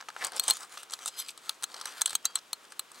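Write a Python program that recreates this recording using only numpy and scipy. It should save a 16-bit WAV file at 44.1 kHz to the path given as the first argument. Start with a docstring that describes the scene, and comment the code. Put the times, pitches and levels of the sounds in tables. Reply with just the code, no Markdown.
"""Steel snaps, ticks and short rubbing strokes are heard over a quiet steady background.
Hands turn a stiff fabric holster over a concrete pavement and work its steel wire belt clip.
The wire snaps on its catch: chattering contacts drive damped modes, with a crack and a ping; some ring on.
Small catches tick, and dense slips make the wire sing. Random grains of the weave hiss and sound the hollow
holster, with faint crackles and soft low thuds of the hand. Short scatter from hands and ground follows."""
import sys
import numpy as np
from scipy import signal
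from scipy.fft import rfft, irfft
from scipy.io import wavfile

SR = 44100
rng = np.random.default_rng(int(sys.argv[2]) if len(sys.argv) > 2 else 0)


def to_wav(sig):
    """Store sig (one row per channel, or 1-D mono) as 16-bit WAV at the path in sys.argv[1].

    Samples outside -1..1 are clipped; the rate is SR.
    """
    pcm = np.clip(np.atleast_2d(sig), -1, 1) * 32767
    pcm = np.round(pcm).astype(np.int16)
    wavfile.write(sys.argv[1], SR, pcm.T)  # frames by channels


N = 132300
TIME = np.arange(N) / SR
HIT_SIZE = 4096  # samples
HIT_TIME = TIME[:HIT_SIZE]
LEVEL_WINDOW_S = 0.01  # a hit at 0 dB has the energy of a unit level held this long
CUTOFF_HZ = 16000

# Steady air, spectrum: pitch_hz, level_db (relative)
BACKGROUND_COLOUR = [(25, -35), (50, -17), (100, -14.5), (200, -4), (400, 1), (800, 1), (1200, 5),
                     (2000, -1.5), (3200, -1), (5000, -6), (8200, -8.5), (12000, -15), (16000, -20)]
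BACKGROUND_MID_DB, SIDE_OVER_MID_DB = -57.5, -8.5

# The palm bumps the holster: peak_s, level_db
BUMPS = [(.245, -55), (.5, -60), (1.63, -61.5), (2.0, -64), (2.135, -53)]
# Thud spectrum: pitch_hz, level_db (relative)
BUMP_COLOUR = [(25, -17), (70, -13), (140, 2), (250, 0.5), (600, -9.5)]
BUMP_WIDTH_S = 0.022

# Fabric tick and crackle spectrum: pitch_hz, level_db (relative)
FABRIC_COLOUR = [(400, -20.5), (900, -2.5), (1400, 8), (2200, -2), (4000, 10), (6500, 9.5), (8500, 13),
                 (11500, -3.5), (13500, -16), (16000, -39)]
CRINKLES_PER_S, CRINKLE_DECAY_S = 99, 0.0018
CRINKLE_DB, CRINKLE_SPREAD_DB = -60.5, 3  # level where the movement gain is 1
CRINKLE_AT_REST = 0.3  # gain

# Rubbing strokes: peak_s, rise_s, fall_s, body_level_db, hiss_level_db, body_pitch_hz
STROKES = [(.18, 0.028, .03, -51.5, -55.5, 1080), (0.221, 0.017, 0.032, -39, -67, 1810),
           (.255, 0.021, 0.028, -39.5, -41, 1020), (0.34, .012, 0.049, -44, -50, 750),
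           (0.367, 0.0073, 0.019, -61, -39, 980), (0.439, 0.018, 0.02, -50, -46.5, 1110),
           (0.494, 0.017, 0.024, -37.5, -32.5, 970), (0.546, 0.0086, 0.022, -53, -41, 1200),
           (0.626, 0.032, 0.021, -47, -47, 1200), (.742, 0.033, 0.012, -52, -51.5, 1300),
           (.795, 0.035, 0.04, -57, -50.5, 1310), (.935, 0.014, 0.018, -51.5, -45.5, 1040),
           (1.035, 0.037, 0.016, -53, -49, 1240), (1.082, 0.016, 0.0098, -48.5, -36, 805),
           (1.204, 0.051, 0.04, -52, -43, 1260), (1.294, 0.017, 0.014, -59.5, -44, 1280),
           (1.484, 0.042, 0.043, -53, -50, 1290), (1.714, 0.033, 0.012, -58.5, -58, 1080),
           (1.775, 0.044, 0.077, -49.5, -50, 1020), (1.877, 0.024, 0.049, -49, -48.5, 1230),
           (1.992, 0.062, 0.041, -48, -52.5, 1460), (2.08, 0.02, .03, -55, -56, 1270),
           (2.115, 0.012, 0.045, -58, -47.5, 1300), (2.253, 0.0069, 0.013, -45, -41.5, 1280),
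           (2.3, 0.016, 0.017, -56.5, -63, 1300), (2.371, 0.018, 0.015, -49, -47, 1170),
           (2.65, 0.018, 0.0079, -60, -64, 1200), (2.705, 0.0073, 0.02, -65, -60.5, 1200),
           (2.97, 0.021, 0.037, -55, -54.5, 970)]
# Spectrum of the weave's body: pitch_hz, density_db (relative, per Hz)
RUB_BODY_COLOUR = [(25, -42), (60, -41), (150, -25), (330, -6.5), (700, 1), (1250, 4), (1800, 0),
                   (2400, -5), (4000, -44)]
# Spectrum of the weave's hiss before folds: pitch_hz, density_db (relative, per Hz)
RUB_HISS_COLOUR = [(40, -55), (1200, -21), (2400, 0), (3700, 3), (4900, 1.5), (6200, -1.5), (7000, -1.5),
                   (8200, 1.5), (10000, -6.5), (11800, -10), (13200, -17), (16000, -16)]
GRAINS_PER_S, GRAIN_SPREAD_DB = 5000, 3.5
FLUTTER_DB, FLUTTER_HZ = 2.5, 89  # rms depth, fastest rate
RIB_SLIPS_PER_S, RIB_DB = 260, -2.5  # level against the fine grain
HOLLOW_T60_S, HOLLOW_DB = 0.0051, 6  # level against the weave's body
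FOLD_DB, FOLD_WIDTH_HZ = 5, 454

# The wire drags over its catch: peak_s, rise_s, fall_s, low_level_db, middle_level_db, top_level_db
SCRAPES = [(.44,.01,0.014,-52,-46,-56), (.49,0.0055,.02,-40,-41,-48), (0.937,.008,0.0072,-43,-44.5,-48),
           (1.082,.008,0.011,-45,-40.5,-59), (1.196,0.013,0.018,-39,-39.5,-37.5),
           (1.29,0.009,.02,-55,-52,-57), (1.87,0.0084,0.028,-64,-49,-69),
           (2.085,0.034,0.037,-47.5,-50.5,-58), (2.37,0.015,0.0074,-48,-49,-64)]
# Modes of the pressed wire: pitch_hz, level_db (relative), t60_s
SCRAPE_MODES = [(3180,-5.5,0.034), (3604,-6,0.051), (3850,-5,0.017), (4130,-3,0.05), (6070,1,0.018),
                (7760,0.5,0.034), (8400,-5.5,0.014), (9270,-0.5,0.011), (10750,8,0.01), (12000,3,0.021)]
# Borders of the low, middle and top scrape modes: pitch_hz
SCRAPE_EDGES_HZ = [0, 5000, 10000, 20000]

CLIP_MODES = [(880, -3.5, .012), (1276, 1, 0.019), (1703, -5.5, 0.015), (2990, -8.5, 0.016),
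              (3480, -0.5, 0.0099), (3954, -1.5, 0.019), (4263, -1.5, 0.015), (4890, -4, 0.0037),
              (6135, -1.5, 0.014), (6640, -5, 0.027), (7320, -4, .016), (8000, 10, 0.011), (8340, 6, 0.011),
              (8840, 3, 0.014), (9710, -1.5, 0.01), (11040, -8.5, 0.017), (11930, -6.5, 0.008),
              (13560, -5, 0.0068), (14650, -9, .009)]
MOST_CYCLES = 160  # the grip lets no mode's t60 last longer
CONTACT_DECAY_S, CONTACT_RISE_S = 0.0012, 0.00055
CHATTER_PER_S, CHATTER_DB = 12000, 14  # kicks against the first touch, before rise and decay

# Small catches of wire and seams: start_s, low_level_db, middle_level_db, treble_level_db (before trim)
TICKS = [(0.0047, -46.5, -71, -62), (0.01, -44.5, -45.5, -51), (0.0244, -47, -64, -67),
         (0.0859, -39.5, -53, -48), (0.0889, -42, -43.5, -54), (0.102, -44, -51, -53),
         (0.1643, -38, -57, -54), (0.2404, -57, -35.5, -39), (0.2467, -40.5, -32, -26.5),
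         (0.2683, -49, -56, -36), (0.32, -44, -44.5, -43.5), (0.333, -50, -46, -55),
         (0.364, -57, -44, -35.5), (0.4375, -58, -38.5, -34.5), (0.4849, -40.5, -33, -42),
         (0.535, -49, -49, -38.5), (0.5693, -46, -41, -38.5), (0.632, -66, -44, -48),
         (0.7736, -41.5, -66, -57), (0.7759, -44.5, -42, -45), (0.8313, -48, -45.5, -42),
         (0.8985, -53, -47, -59), (0.908, -50.5, -72, -45), (0.9208, -74, -46, -42.5),
         (0.936, -40, -30.5, -32.5), (0.99, -48, -45.5, -48.5), (1.059, -38, -35, -30),
         (1.0702, -71, -53, -41), (1.0784, -46.5, -35.5, -32.5), (1.0834, -47, -42, -36),
         (1.2842, -52, -44.5, -42.5), (1.3051, -60, -65, -47), (1.3764, -51.5, -45, -45.5),
         (1.6245, -44, -41, -40), (1.6335, -41, -35.5, -32.5), (1.7428, -43, -38, -43),
         (1.8123, -40, -36, -39), (1.8558, -36.5, -32, -33), (2.0109, -38.5, -32, -32.5),
         (2.073, -53, -41, -40), (2.0778, -43, -36.5, -39), (2.095, -57, -37.5, -36),
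         (2.106, -43.5, -37, -36), (2.1306, -41, -59, -41), (2.3883, -52, -43.5, -50),
         (2.7214, -45, -46, -45.5), (2.9168, -53, -50, -47)]
# Borders of the low, middle and treble tick bands: pitch_hz
TICK_EDGES_HZ = [450, 2200, 6500, 15500]
TICK_DECAYS_S = (0.0023, 0.0025, 0.0025)  # low, middle, treble
TICK_STEEL_DB, TICK_TRIM_DB = -8.5, -0.5  # steel against fabric; trim on all ticks

# The wire is left free and rings on: start_s, low_level_db, high_level_db
FREE_RINGS = [(2.0608, -40, -52), (2.1543, -45, -55), (2.2539, -41, -34.5), (2.355, -57, -66)]
# Lasting modes of the free wire: pitch_hz, level_db (relative), t60_s
FREE_MODES = [(3247, -10, 0.42), (4060, -2, 0.071), (4580, -6.5, 0.19), (7400, 3.5, 0.062)]
FREE_SPLIT_HZ = 3800  # border of low and high modes

# The wire snaps home: start_s, body_level_db, modes_4k_level_db, modes_6k_level_db, modes_8k_level_db,
# top_level_db (these five before trim), ping_hz, ping_level_db (before its rise and decay)
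SNAPS = [(0.3959,-41,-30.5,-36,-25.5,-29.5,4270,-20.5), (.48,-43,-31.5,-35,-23.5,-47,4030,-24),
         (0.499,-43,-33,-45,-21,-46,4060,-28), (0.5069,-39.5,-26,-36,-28,-27,4230,-15.5),
         (1.493,-41,-28,-40.5,-39,-35,3960,-57), (1.6385,-40.5,-32.5,-34,-33.5,-35.5,4200,-33),
         (2.0166,-35.5,-34,-26.5,-23.5,-31.5,4030,-25.5), (2.0582,-43,-29,-36.5,-23.5,-38.5,4010,-30),
         (2.1516,-38.5,-28,-28.5,-25.5,-32.5,3250,-31), (2.2532,-43.5,-30,-25,-27.5,-31.5,4016,-20),
         (2.355,-40.5,-31.5,-47,-24.5,-40,4130,-28), (2.5301,-42,-32.5,-40,-35.5,-36.5,4280,-32),
         (2.7935,-42,-34,-47.5,-33,-36,4190,-38)]
# Borders of the five snap bands: pitch_hz
SNAP_EDGES_HZ = [0, 2200, 5200, 7200, 9500, 20000]
SNAP_TRIM_DB, PING_T60_S = -1, 0.047
CRACK_DB, CRACK_DECAY_S = -9, 0.0018  # level against the steel

# Spectrum of the scatter: pitch_hz, level_db (relative)
ECHO_COLOUR = [(100,-2), (300,-2), (700,6.5), (1500,3), (4000,-4), (6500,-5), (8200,0.5), (10500,-2),
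               (16000,5)]
ECHO_DB, ECHO_DELAY_S, ECHO_DECAY_S = -12.5, 0.00213, 0.0047

# Left port's level over the right: pitch_hz, level_db
LEFT_OVER_RIGHT = [(60,2), (250,-2), (700,2.3), (1300,1.5), (2500,1), (8200,0.9), (14000,-1)]
# Left port's phase lead over the right: pitch_hz, phase_rad
LEFT_LEADS = [(30,0), (200,0.54), (800,-0.44), (2000,-0.64), (4500,-0.37), (8200,0.36), (14000,-0.066)]


def from_db(db):
    """Turn decibels into gain."""
    return 10 ** (np.asarray(db) / 20)


def rms_one(x):
    """Scale a sound to rms 1."""
    return x / np.sqrt(np.mean(x ** 2) + 1e-24)


def unit_hit(x):
    """Scale a hit to the energy of a unit level held for one level window."""
    return x * np.sqrt(LEVEL_WINDOW_S * SR / (np.sum(x ** 2) + 1e-24))


def add(out, start_s, x):
    """Mix x in at its start time."""
    i = int(np.clip(start_s * SR, 0, N - 1))
    out[i:i + len(x)] += x[:N - i]


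def at_bins(points, size):
    """Read a frequency table at the bins of a transform, along log frequency."""
    hz, value = np.transpose(points)
    bins_hz = np.arange(size // 2 + 1) * SR / size
    return np.interp(np.log(bins_hz + 1), np.log(hz), value)


def colour(x, points):
    """Give noise a spectrum; rms 1."""
    gain = from_db(at_bins(points, len(x)))
    return rms_one(irfft(rfft(x) * gain, len(x)))


def band(x, low, high):
    """Pass only the band between two frequencies."""
    return signal.sosfilt(signal.butter(2, [low, high], "band", fs=SR, output="sos"), x)


def ring(x, hz, t60):
    """One mode as a resonator: a unit click starts a decaying tone of about height 1."""
    radius = from_db(-60 / (t60 * SR))
    turn = 2 * np.pi * hz / SR
    poles = [1, -2 * radius * np.cos(turn), radius * radius]
    return signal.lfilter([.5, 0, -.5], poles, x + 1e-18)


def ring_modes(force, modes):
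    """Drive a set of modes with one force; neighbours in the set alternate in sign."""
    return sum((-1) ** k * from_db(db) * ring(force, hz, t60) for k, hz, db, t60 in modes)


def modes_between(modes, low, high):
    """Pick the modes of one frequency band, each with its place in the table."""
    return [(k, hz, db, t60) for k, (hz, db, t60) in enumerate(modes) if low <= hz < high]


def stroke(peak_s, rise, fall):
    """Pressure of one stroke: a rounded peak with exponential flanks."""
    away = (TIME - peak_s) / np.where(TIME < peak_s, rise, fall)
    return np.exp(2 - 2 * np.sqrt(1 + away ** 2))


def background():
    """Quiet steady air, mostly alike on both sides."""
    mid, side = (colour(rng.standard_normal(N), BACKGROUND_COLOUR) for _ in range(2))
    opposed = side * np.array([[1], [-1]])
    return from_db(BACKGROUND_MID_DB) * (mid + from_db(SIDE_OVER_MID_DB) * opposed)


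def bumps():
    """Soft low thuds of the hand: bell-shaped pushes of coloured noise."""
    push = sum(from_db(db) * np.exp(-((TIME - s) / BUMP_WIDTH_S) ** 2) for s, db in BUMPS)
    return push * colour(rng.standard_normal(N), BUMP_COLOUR)


def crinkles():
    """The gripped fabric gives faint, scattered crackles, stronger during the strokes."""
    moving = CRINKLE_AT_REST + np.minimum(sum(stroke(*row[:3]) for row in STROKES), 1)
    size = from_db(CRINKLE_SPREAD_DB * np.minimum(rng.exponential(1, N), 3))
    born = (rng.random(N) < CRINKLES_PER_S / SR) * size
    bursts = signal.lfilter([1], [1, -np.exp(-1 / (CRINKLE_DECAY_S * SR))], born + 1e-18)
    crackle = colour(bursts * rng.standard_normal(N), FABRIC_COLOUR)
    return from_db(CRINKLE_DB) * moving * crackle


def flutter():
    """Quick random gain of a sticking and slipping contact."""
    lowpass = signal.butter(2, FLUTTER_HZ, fs=SR, output="sos")
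    slow = signal.sosfilt(lowpass, rng.standard_normal(N))
    return from_db(FLUTTER_DB * rms_one(slow))


def grains():
    """Threads of the weave let go one by one, mostly small, a few large."""
    size = from_db(GRAIN_SPREAD_DB * np.minimum(rng.exponential(1, N), 5))
    born = rng.random(N) < GRAINS_PER_S / SR
    return born * size * rng.choice([-1, 1], N) * flutter()


def ribs():
    """Coarse slips over the ribs of the weave, on top of the fine grain."""
    slips = (rng.random(N) < RIB_SLIPS_PER_S / SR) * rng.uniform(0.43, 1, N)
    return rms_one(grains()) + from_db(RIB_DB) * rms_one(slips)


def folds(x):
    """Each grip folds the fabric anew and gives its hiss other peaks and dips."""
    place = np.arange(N // 2 + 1) * SR / N / FOLD_WIDTH_HZ
    ripple = np.interp(place, np.arange(256), rng.standard_normal(256))
    return rms_one(irfft(rfft(x) * from_db(FOLD_DB * ripple), N))


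def rubbing():
    """Each stroke swells and fades: grains hiss on the weave and sound the hollow holster."""
    out, drive = np.zeros(N), ribs()
    weave, hiss = colour(grains(), RUB_BODY_COLOUR), colour(grains(), RUB_HISS_COLOUR)
    for peak_s, rise, fall, body_db, hiss_db, hz in STROKES:
        hollow = rms_one(ring(drive, hz, HOLLOW_T60_S))
        body = rms_one(weave + from_db(HOLLOW_DB) * hollow)
        rub = from_db(body_db) * body + from_db(hiss_db) * folds(hiss)
        out += stroke(peak_s, rise, fall) * rub
    return out


def scrapes():
    """Dense slips of steel on steel drive the wire's narrow modes; the point of contact favours some of them."""
    out, slips = np.zeros(N), grains()
    for group, (low, high) in enumerate(zip(SCRAPE_EDGES_HZ, SCRAPE_EDGES_HZ[1:])):
        singing = rms_one(ring_modes(slips, modes_between(SCRAPE_MODES, low, high)))
        pressure = sum(from_db(levels[group]) * stroke(s, rise, fall) for s, rise, fall, *levels in SCRAPES)
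        out += singing * pressure
    return out


def seating():
    """Force builds up as the wire seats."""
    return 1 - np.exp(-HIT_TIME / CONTACT_RISE_S)


def contact():
    """A first touch followed by a brief chatter of random kicks."""
    force = (rng.random(HIT_SIZE) < CHATTER_PER_S / SR) * rng.standard_normal(HIT_SIZE)
    force *= from_db(CHATTER_DB) * seating() * np.exp(-HIT_TIME / CONTACT_DECAY_S)
    force[0] = 1
    return force


def steel(force, low, high):
    gripped = [(k, hz, db, min(t60, MOST_CYCLES / hz)) for k, hz, db, t60 in modes_between(CLIP_MODES, low, high)]
    return unit_hit(ring_modes(force, gripped))


def ticks():
    """Small catches: a dry burst of fabric with a touch of steel."""
    out = np.zeros(N)
    for start_s, *levels in TICKS:
        force, scuff = contact(), colour(rng.standard_normal(HIT_SIZE), FABRIC_COLOUR)
        for db, low, high, decay in zip(levels, TICK_EDGES_HZ, TICK_EDGES_HZ[1:], TICK_DECAYS_S):
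            burst = unit_hit(band(scuff * np.exp(-HIT_TIME / decay), low, high))
            tick = unit_hit(burst + from_db(TICK_STEEL_DB) * steel(force, low, high))
            add(out, start_s, from_db(db + TICK_TRIM_DB) * tick)
    return out


def free_ring():
    """The thin after-ring of the wire when nothing damps it: clicks start its lasting modes."""
    low, high = np.zeros((2, N))
    for start_s, low_db, high_db in FREE_RINGS:
        add(low, start_s, from_db([low_db]))
        add(high, start_s, from_db([high_db]))
    return sum(from_db(db) * ring(low if hz < FREE_SPLIT_HZ else high, hz, t60) for hz, db, t60 in FREE_MODES)


def snaps():
    """Each snap strikes the groups of modes with its own strengths, with a short crack and a ping that the grip tunes."""
    out = np.zeros(N)
    for start_s, *levels, ping_hz, ping_db in SNAPS:
        ping = from_db(ping_db - 60 * HIT_TIME / PING_T60_S) * np.sin(2 * np.pi * ping_hz * HIT_TIME)
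        add(out, start_s, seating() * ping)
        force = contact()
        for db, low, high in zip(levels, SNAP_EDGES_HZ, SNAP_EDGES_HZ[1:]):
            noise = rng.standard_normal(HIT_SIZE) * seating() * np.exp(-HIT_TIME / CRACK_DECAY_S)
            crack = unit_hit(band(noise, max(low, 600), min(high, CUTOFF_HZ)))
            snap = unit_hit(steel(force, low, high) + from_db(CRACK_DB) * crack)
            add(out, start_s, from_db(db + SNAP_TRIM_DB) * snap)
    return out


def echoes(x):
    """Short scatter from hands and ground: a delayed, decaying noise tail, different on each side."""
    late = HIT_TIME - ECHO_DELAY_S
    fade = (late > 0) * np.exp(-np.abs(late) / ECHO_DECAY_S)
    sides = []
    for _ in range(2):
        tail = colour(rng.standard_normal(HIT_SIZE), ECHO_COLOUR) * fade
        tail /= np.sqrt(np.sum(tail ** 2))  # unit energy
        sides.append(signal.fftconvolve(x, tail)[:N])
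    return from_db(ECHO_DB) * np.array(sides)


def scene():
    """All handling sounds with their scatter, over the background."""
    handling = snaps() + free_ring() + ticks() + rubbing() + scrapes() + crinkles() + bumps()
    return handling + echoes(handling) + background()


def record(dry):
    """Two close microphone ports differ a little in level and phase; the top is cut."""
    # each port takes half of the difference
    half = from_db(at_bins(LEFT_OVER_RIGHT, N) / 2) * np.exp(.5j * at_bins(LEFT_LEADS, N))
    ports = irfft(rfft(dry) * np.array([half, 1 / half]), N)
    return signal.sosfilt(signal.ellip(10, .2, 80, CUTOFF_HZ, fs=SR, output="sos"), ports)


dry = scene()
out = record(dry)
to_wav(out)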